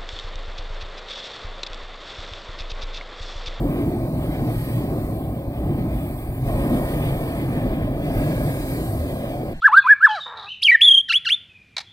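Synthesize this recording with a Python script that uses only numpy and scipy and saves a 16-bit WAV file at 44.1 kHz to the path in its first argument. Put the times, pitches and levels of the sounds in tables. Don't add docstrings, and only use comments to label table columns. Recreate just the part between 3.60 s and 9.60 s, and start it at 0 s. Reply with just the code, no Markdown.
import sys
import numpy as np
from scipy import signal
from scipy.fft import rfft, irfft, next_fast_len
from scipy.io import wavfile
from scipy.ndimage import uniform_filter1d, map_coordinates

SR = 44100
rng = np.random.default_rng(int(sys.argv[2]) if len(sys.argv) > 2 else 0)


def pcm_store(signal):
    levels = np.round(np.clip(np.atleast_2d(signal), -1, 1) * 32767)
    wavfile.write(sys.argv[1], SR, levels.astype(np.int16).T)


N = 264820


# time_s, curve_db
PLUME_HEAVE = [(0.0, -28.5), (0.3, -31), (1.9, -32.5), (2.2, -30.5), (2.64, -31.5), (2.9, -27.5),
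               (3.5, -28.5), (3.8, -34), (4.2, -30), (4.63, -30), (4.91, -30), (5.31, -33.5), (5.92, -36.5)]
# freq_hz, density_db_per_hz
HEAVE_SPECTRUM = [(10, -36), (22, -6), (32, -3), (43, 0.5), (62, 1.5), (85, -9), (130, -4.5), (300, -80)]
BOOM_SPECTRUM = [(40, -27), (80, -11), (105, 2.5), (125, 2.5), (155, 1), (200, -12), (260, -32), (700, -73)]
RUMBLE_SPECTRUM = [(80, -56), (180, -6), (220, -3.5), (265, 1), (315, -1.5), (380, -9), (470, -17.5),
                   (1200, -118)]
ROAR_SPECTRUM = [(150, -36), (330, 0), (430, 3.5), (550, 3), (660, -1), (730, -3), (800, -7.5), (1000, -36),
                 (2200, -84)]
RASP_SPECTRUM = [(400, -75), (800, 0.5), (870, 1.5), (940, -3.5), (1050, 3), (1160, -3.5), (1270, -2.5),
                 (1370, -15), (1600, -9.5), (3000, -82)]
RASP_FADES_DB_PER_S = 0.56


def flame(size_db, vigour_db, force_db, flow_db):
    flutter = wobble(35)
    heave_db = curves(PLUME_HEAVE)[0] - 0.3 + 0.75 * wobble(19)
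    heave = amp(heave_db) * steadied(turbulence(HEAVE_SPECTRUM, patchy_db=-2.0), span_s=0.2)

    boom_db = -28.9 + 1.13 * size_db + 0.046 * flow_db + 0.15 * wobble(12) + 0.8 * flutter
    boom = amp(boom_db) * steadied(turbulence(BOOM_SPECTRUM, patchy_db=1.0), span_s=0.17)

    rumble_db = -29.6 + 0.85 * size_db + 0.2 * vigour_db - 0.09 * flow_db
    rumble_db = rumble_db + 1.33 * wobble(6.6) + 0.66 * flutter
    rumble = amp(rumble_db) * steadied(turbulence(RUMBLE_SPECTRUM, patchy_db=0.5), span_s=0.133)

    roar_db = -33.2 + 0.92 * vigour_db + 0.19 * flutter
    echoed_roar = near_echo(turbulence(ROAR_SPECTRUM, patchy_db=2.3))
    roar = amp(roar_db) * steadied(echoed_roar, span_s=0.12)

    rasp_db = -44.4 + 0.1 * size_db + 0.37 * vigour_db + 0.49 * force_db
    rasp_db = rasp_db + surges() - RASP_FADES_DB_PER_S * drift_s() + 0.5 * flutter
    rasp = amp(rasp_db) * steadied(turbulence(RASP_SPECTRUM, patchy_db=2.5), span_s=0.12)
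    return heave + boom + rumble + roar + rasp


# start_s, scale_db (before attack and decay; a 0 dB row adds nothing)
SURGES = [(2.01, 2), (2.88, 4.5), (4.48, 0)]
SURGE_ATTACK_S, SURGE_DECAY_S = 0.058, 0.44


def surges():
    extra_db = np.zeros(N)
    for start_s, scale_db in SURGES:
        age_s = np.maximum(time_s() - start_s, 0)
        attack = 1 - np.exp(-age_s / SURGE_ATTACK_S)
        extra_db += scale_db * attack * np.exp(-age_s / SURGE_DECAY_S)
    return extra_db


# centre_s, pitch_hz, level_db (rms at the crest)
GUSTS = [(0.06, 289, -26), (0.07, 44, -26), (0.24, 292, -28.5), (0.72, 50.3, -27), (0.84, 266, -26.5),
         (0.97, 123, -32.5), (1.15, 116.7, -25), (1.473, 56, -27), (2.04, 55.4, -27), (2.13, 147, -28.5),
         (2.32, 54, -27), (2.83, 133.6, -24), (2.88, 36, -26), (2.98, 44, -25), (3.15, 240, -22.5),
         (3.49, 133, -23), (4.09, 40, -24.5), (4.1, 128, -32), (4.229, 96, -27), (4.481, 38, -31),
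         (4.57, 44, -28), (4.6, 223.6, -28), (4.71, 155, -22), (4.75, 45, -40), (4.88, 140, -22.5),
         (5.22, 50, -30.5), (5.3, 109, -25.5), (5.41, 74.6, -23)]
GUST_HALF_S = 0.0793
GUST_STRAY_RAD, GUST_STRAYS_PER_CYCLE = 1, 0.388


def gusts():
    t = time_s()
    out = np.zeros(N)
    for centre_s, pitch_hz, level_db in GUSTS:
        near = np.abs(t - centre_s) < GUST_HALF_S
        age_s = t[near] - centre_s
        knots = rng.standard_normal(64)
        knot_index = (age_s + GUST_HALF_S) * pitch_hz * GUST_STRAYS_PER_CYCLE
        stray = map_coordinates(knots, [knot_index], mode="mirror")
        phase = 2 * np.pi * (pitch_hz * age_s + rng.random()) + GUST_STRAY_RAD * stray
        swell = np.cos(np.pi / 2 * age_s / GUST_HALF_S) ** 2
        out[near] += amp(level_db) * np.sqrt(2) * swell * np.sin(phase)
    return filtered(out, lead)


# freq_hz, density_db_per_hz
RUSH_SPECTRUM = [(700, -12.5), (1400, -9.5), (1600, -4.5), (1950, -2), (2300, -0.5), (2750, -5.5),
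                 (3300, -5), (3800, -11), (4600, -40), (8000, -71)]
SIZZLE_SPECTRUM = [(2000, -37), (3300, -40), (3850, 3), (4650, 4.5), (5100, -2), (5600, -28), (8000, -60)]
SPRAY_SPECTRUM = [(4000, -46), (5100, 1.5), (5750, 0), (6800, 1.5), (7500, -1.5), (9000, -7.5),
                  (12000, -45)]
HISS_SPECTRUM = [(4000, -47), (6800, -50), (7500, -6), (8100, -0.8), (9100, 1.5), (10100, -3.5),
                 (11500, -3), (12500, 3), (14000, 1.5), (15700, -7.5)]
FIZZ_SPECTRUM = [(5000, -49), (8500, -21), (11400, -22), (12500, -12), (14000, 7), (15700, 5.5)]
# time_s, curve_db
SIZZLE_CURVE = [(0.0, -53.5), (0.14, -51), (0.3, -52), (0.62, -50.5), (0.9, -48.5), (1.03, -46.5),
                (1.3, -50.5), (1.5, -51.5), (1.72, -57), (1.92, -56), (2.38, -53.5), (2.79, -56),
                (2.88, -48), (3.35, -47), (3.8, -49), (4.15, -52.5), (4.33, -54.5), (4.56, -45.5),
                (5.05, -44), (5.3, -45), (5.5, -49), (5.92, -52)]
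# centre_hz, width_hz, relative_db
CAN_MODES = [(1530, 110, -2), (2322, 70, 4), (4520, 90, -9), (4690, 130, -5)]
JET_PATCHY_DB = 5.5
SPRAY_GAINS_DB_PER_S = 0.25


def jets(force_db, flow_db):
    flicker = wobble(20)
    sizzling_db, = swings(SIZZLE_CURVE)

    rush_db = -47.5 + 1.0 * force_db + 0.29 * surges() + 1.4 * flicker
    rush = amp(rush_db) * steadied(turbulence(RUSH_SPECTRUM, JET_PATCHY_DB), span_s=0.58)

    cans_db = -55.5 + 1.2 * force_db + 1.2 * wobble(6.4)
    cans = amp(cans_db) * wavering(ringing(CAN_MODES))

    sizzle_db = -57.5 + sizzling_db + 0.43 * flicker + 0.6 * wobble(18)
    sizzle = amp(sizzle_db) * steadied(turbulence(SIZZLE_SPECTRUM, JET_PATCHY_DB), span_s=0.27)

    spray_db = -62.0 + 1.25 * sizzling_db + SPRAY_GAINS_DB_PER_S * drift_s() + 0.49 * flicker
    spray = amp(spray_db) * turbulence(SPRAY_SPECTRUM, JET_PATCHY_DB)

    hiss_db = -48.0 + 1.29 * flow_db + 0.28 * flicker + 0.37 * wobble(17)
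    hiss = amp(hiss_db) * turbulence(HISS_SPECTRUM, patchy_db=8.0)

    fizz_db = -48.5 + 0.42 * flow_db + 0.3 * flicker + 0.4 * wobble(16)
    fizz = amp(fizz_db) * turbulence(FIZZ_SPECTRUM, patchy_db=2.0)
    return rush + cans + sizzle + spray + hiss + fizz


def ringing(modes):
    drive_spectrum = [(500, -24), (1400, 2), (11500, -13), (13000, -25)]  # freq_hz, density_db_per_hz
    drive = turbulence(drive_spectrum, patchy_db=-3.5)
    return unit(filtered(drive, lambda hz: resonances(modes, hz)))


def resonances(modes, hz):
    total = 0
    for k, (centre_hz, width_hz, relative_db) in enumerate(modes):
        damping = 1j * hz * width_hz
        total = total + (-1) ** k * amp(relative_db) * damping / (centre_hz ** 2 - hz ** 2 + damping)
    return total


CAN_WAVER_SHARE, CAN_WAVER_KNOTS_PER_S = 0.008, 3


def wavering(x):
    offset = np.cumsum(CAN_WAVER_SHARE * wobble(CAN_WAVER_KNOTS_PER_S))
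    source = np.arange(N) + offset
    return np.array([map_coordinates(side, [source], mode="mirror") for side in x])


HOWL_FROM_S, HOWL_SINK_S = 2.95, 2.2
HOWL_START_HZ, HOWL_END_HZ = 1871, 1615
HOWL_BASE_DB, HOWL_DB_PER_FORCE_DB = -58, 2.4


def howl(force_db, width_hz):
    pitch_hz = np.interp(time_s() - HOWL_FROM_S, [0, HOWL_SINK_S], [HOWL_START_HZ, HOWL_END_HZ])
    phase = 2 * np.pi * np.cumsum(pitch_hz) / SR + lead_rad(pitch_hz)
    band = wobble(width_hz) * np.cos(phase) + wobble(width_hz) * np.sin(phase)
    return amp(HOWL_BASE_DB + HOWL_DB_PER_FORCE_DB * force_db) * steadied(band, span_s=0.086)


# freq_hz, density_db_per_hz
BED_SPECTRUM = [(20, 10), (70, 5), (170, 0), (420, -14), (620, -12), (900, -21), (1300, -28), (2600, -22),
                (4300, -31), (5200, -38), (6300, -34), (8300, -31), (9300, -46), (12500, -36), (13500, -60)]
# centre_hz, width_hz, relative_db
WHISTLE_MODES = [(1650, 160, 0), (4250, 250, -8)]


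def noise_bed():
    return amp(-35.0) * turbulence(BED_SPECTRUM, patchy_db=9.0) + amp(-50.5) * ringing(WHISTLE_MODES)


# freq_hz, power_share
DIRECT_SHARE = [(120, 1), (300, 0.99), (460, 0.96), (700, 0.98), (1100, 0.94), (1500, .81), (2400, 0.84),
                (2700, 0.97), (2900, 1), (3200, 0.95), (3600, 0.6), (4150, 0.25), (4700, 0.58),
                (5700, 0.14), (9000, 0.37), (10800, 0.1), (12300, 0.25), (15500, 0.2)]
PATCH_CEILING_DB = 3.0


def turbulence(spectrum, patchy_db):
    grid = signal.stft(rng.standard_normal((3, N)), nperseg=1024)[2]
    patches = uniform_filter1d(rng.standard_normal(grid.shape[1:]), size=3, axis=0)
    patches = uniform_filter1d(patches, size=9, axis=1)
    patch_db = np.minimum(patchy_db * unit(patches), PATCH_CEILING_DB)
    noise = signal.istft(grid * amp(patch_db), nperseg=1024)[1][:, :N]

    def share(hz):
        return np.clip(along(DIRECT_SHARE, hz), 0, 1)

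    direct = filtered(noise[0], lambda hz: np.sqrt(share(hz)) * lead(hz))
    scattered = filtered(noise[1:], lambda hz: np.sqrt(1 - share(hz)))
    return unit(filtered(direct + scattered, lambda hz: amp(along(spectrum, hz))))


# time_s, lag_ms, strength_0_to_1
ECHO = [(0, 2.2, 0.32), (1, 2.26, 0.6), (2.7, 2.14, 0.77), (3.3, 2.26, 0.39), (6, 2.3, 0.6)]


def near_echo(x):
    n = np.arange(N)
    lag_ms, strength = curves(ECHO)
    source = n - lag_ms * SR / 1000
    echo = np.array([np.interp(source, n, side) for side in x])
    return unit(x - strength * echo)


# freq_hz, phase_rad
LEFT_LEAD = [(0, 0), (400, 0.4), (600, 0.78), (850, 0.36), (1000, 1.31), (1400, 1.78), (1600, 2), (1900, 2),
             (2150, 2.5), (2350, 2.45), (2650, 3.05), (3000, 3.5), (3800, 3.5), (4650, 4), (7400, 10),
             (9300, 9), (12000, 14), (14000, 14.5)]


def lead_rad(hz):
    return 0.5 * np.interp(hz, *np.transpose(LEFT_LEAD)) * np.array([[1], [-1]])


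def lead(hz):
    return np.exp(1j * lead_rad(hz))


LEAD_GROWS_MS_PER_S = 0.0037


def turning(x):
    shift = LEAD_GROWS_MS_PER_S * drift_s() * SR / 1000 / 2
    left = map_coordinates(x[0], [np.arange(N) + shift], order=5, mode="mirror")
    right = map_coordinates(x[1], [np.arange(N) - shift], order=5, mode="mirror")
    return np.array([left, right])


def steadied(x, span_s):
    power = uniform_filter1d(np.mean(x ** 2, axis=0), int(span_s * SR))
    return x / np.sqrt(np.abs(power) + 1e-9)


def amp(db):
    return 10 ** (np.asarray(db) / 20)


def unit(x):
    return x / np.sqrt(np.mean(x ** 2) + 1e-20)


def time_s():
    return np.arange(N) / SR


def drift_s():
    return (np.arange(N) - N / 2) / SR


def along(points, hz):
    freq_hz, value = np.transpose(points)
    return np.interp(np.log(hz + 1), np.log(freq_hz + 1), value)


def curves(rows):
    knot_s, *columns = np.transpose(rows)
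    return [np.interp(time_s(), knot_s, column) for column in columns]


def swings(rows):
    return [db - db.mean() for db in curves(rows)]


def wobble(knots_per_s):
    knots = rng.standard_normal(int(N * knots_per_s / SR) + 4)
    return map_coordinates(knots, [np.arange(N) * knots_per_s / SR])


def filtered(x, response):
    size = next_fast_len(N + SR // 2)
    spectrum = rfft(x, size) * response(np.fft.rfftfreq(size, 1 / SR))
    return irfft(spectrum, size)[..., :N]


# time_s, size_db
FLAME_SIZE = [(0.0, -21.5), (0.52, -23), (0.72, -22.5), (0.9, -19), (1.04, -25), (1.22, -23), (1.72, -25.5),
              (1.88, -28), (2.1, -21.5), (2.25, -23), (2.48, -25), (2.6, -30), (2.74, -28.5), (2.8, -24.5),
              (3.14, -20.5), (3.26, -26), (3.36, -22), (3.62, -25), (4.0, -21), (4.23, -23.5),
              (4.34, -24.5), (4.6, -20.5), (4.9, -25), (5.06, -24.5), (5.32, -25.5), (5.92, -27.5)]
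# time_s, vigour_db
VIGOUR = [(0.0, -30.5), (0.68, -34.5), (0.91, -31), (0.97, -40.5), (1.14, -36.5), (1.27, -32.5),
          (1.74, -36), (2.14, -33.5), (2.6, -39), (2.83, -39), (2.89, -29), (3.2, -27), (3.26, -31),
          (3.7, -30.5), (3.87, -34), (3.94, -30.5), (4.41, -32), (4.57, -27.5), (4.91, -31), (4.99, -34),
          (5.4, -32.5), (5.72, -30.5), (5.92, -32.5)]
# time_s, force_db, flow_db
JET = [(0.0, -51.5, -50), (0.12, -48, -48.5), (0.3, -51, -49), (0.52, -52.5, -50), (0.63, -48.5, -47.5),
       (0.88, -49, -47), (1.02, -46.5, -42.5), (1.28, -50.5, -47.5), (1.6, -52.5, -48.5),
       (1.88, -55.5, -53.5), (2.05, -51.5, -51), (2.3, -52.5, -51), (2.36, -50.5, -46.5),
       (2.82, -53.5, -48.5), (2.89, -46, -44.5), (3.33, -44, -42.5), (3.85, -46, -46.5),
       (3.99, -44.5, -48.5), (4.35, -49, -51.5), (4.57, -44, -44), (4.81, -43.5, -42), (5.3, -47.5, -42.5),
       (5.42, -48, -44.5), (5.92, -49.5, -51.5)]
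STOP_S, STOP_FADE_S = 5.935, 0.0092


def scene():
    t = time_s()
    size_db, = swings(FLAME_SIZE)
    vigour_db, = swings(VIGOUR)
    force_db, flow_db = swings(JET)
    burner = flame(size_db, vigour_db, force_db, flow_db) + jets(force_db, flow_db)
    burner = burner + howl(force_db, width_hz=150)
    blast = turning(burner) + gusts()
    blast_share = np.clip((STOP_S - t) / STOP_FADE_S + 0.5, 0, 1)
    soft_edges = np.clip(np.minimum(t, t[-1] - t) / 0.002, 0, 1)
    return soft_edges * (blast_share * blast + (1 - blast_share) * noise_bed())


BAND_LIMIT_HZ = 15800


def record(dry):
    return filtered(dry, lambda hz: hz < BAND_LIMIT_HZ)


dry = scene()
out = record(dry)
pcm_store(out)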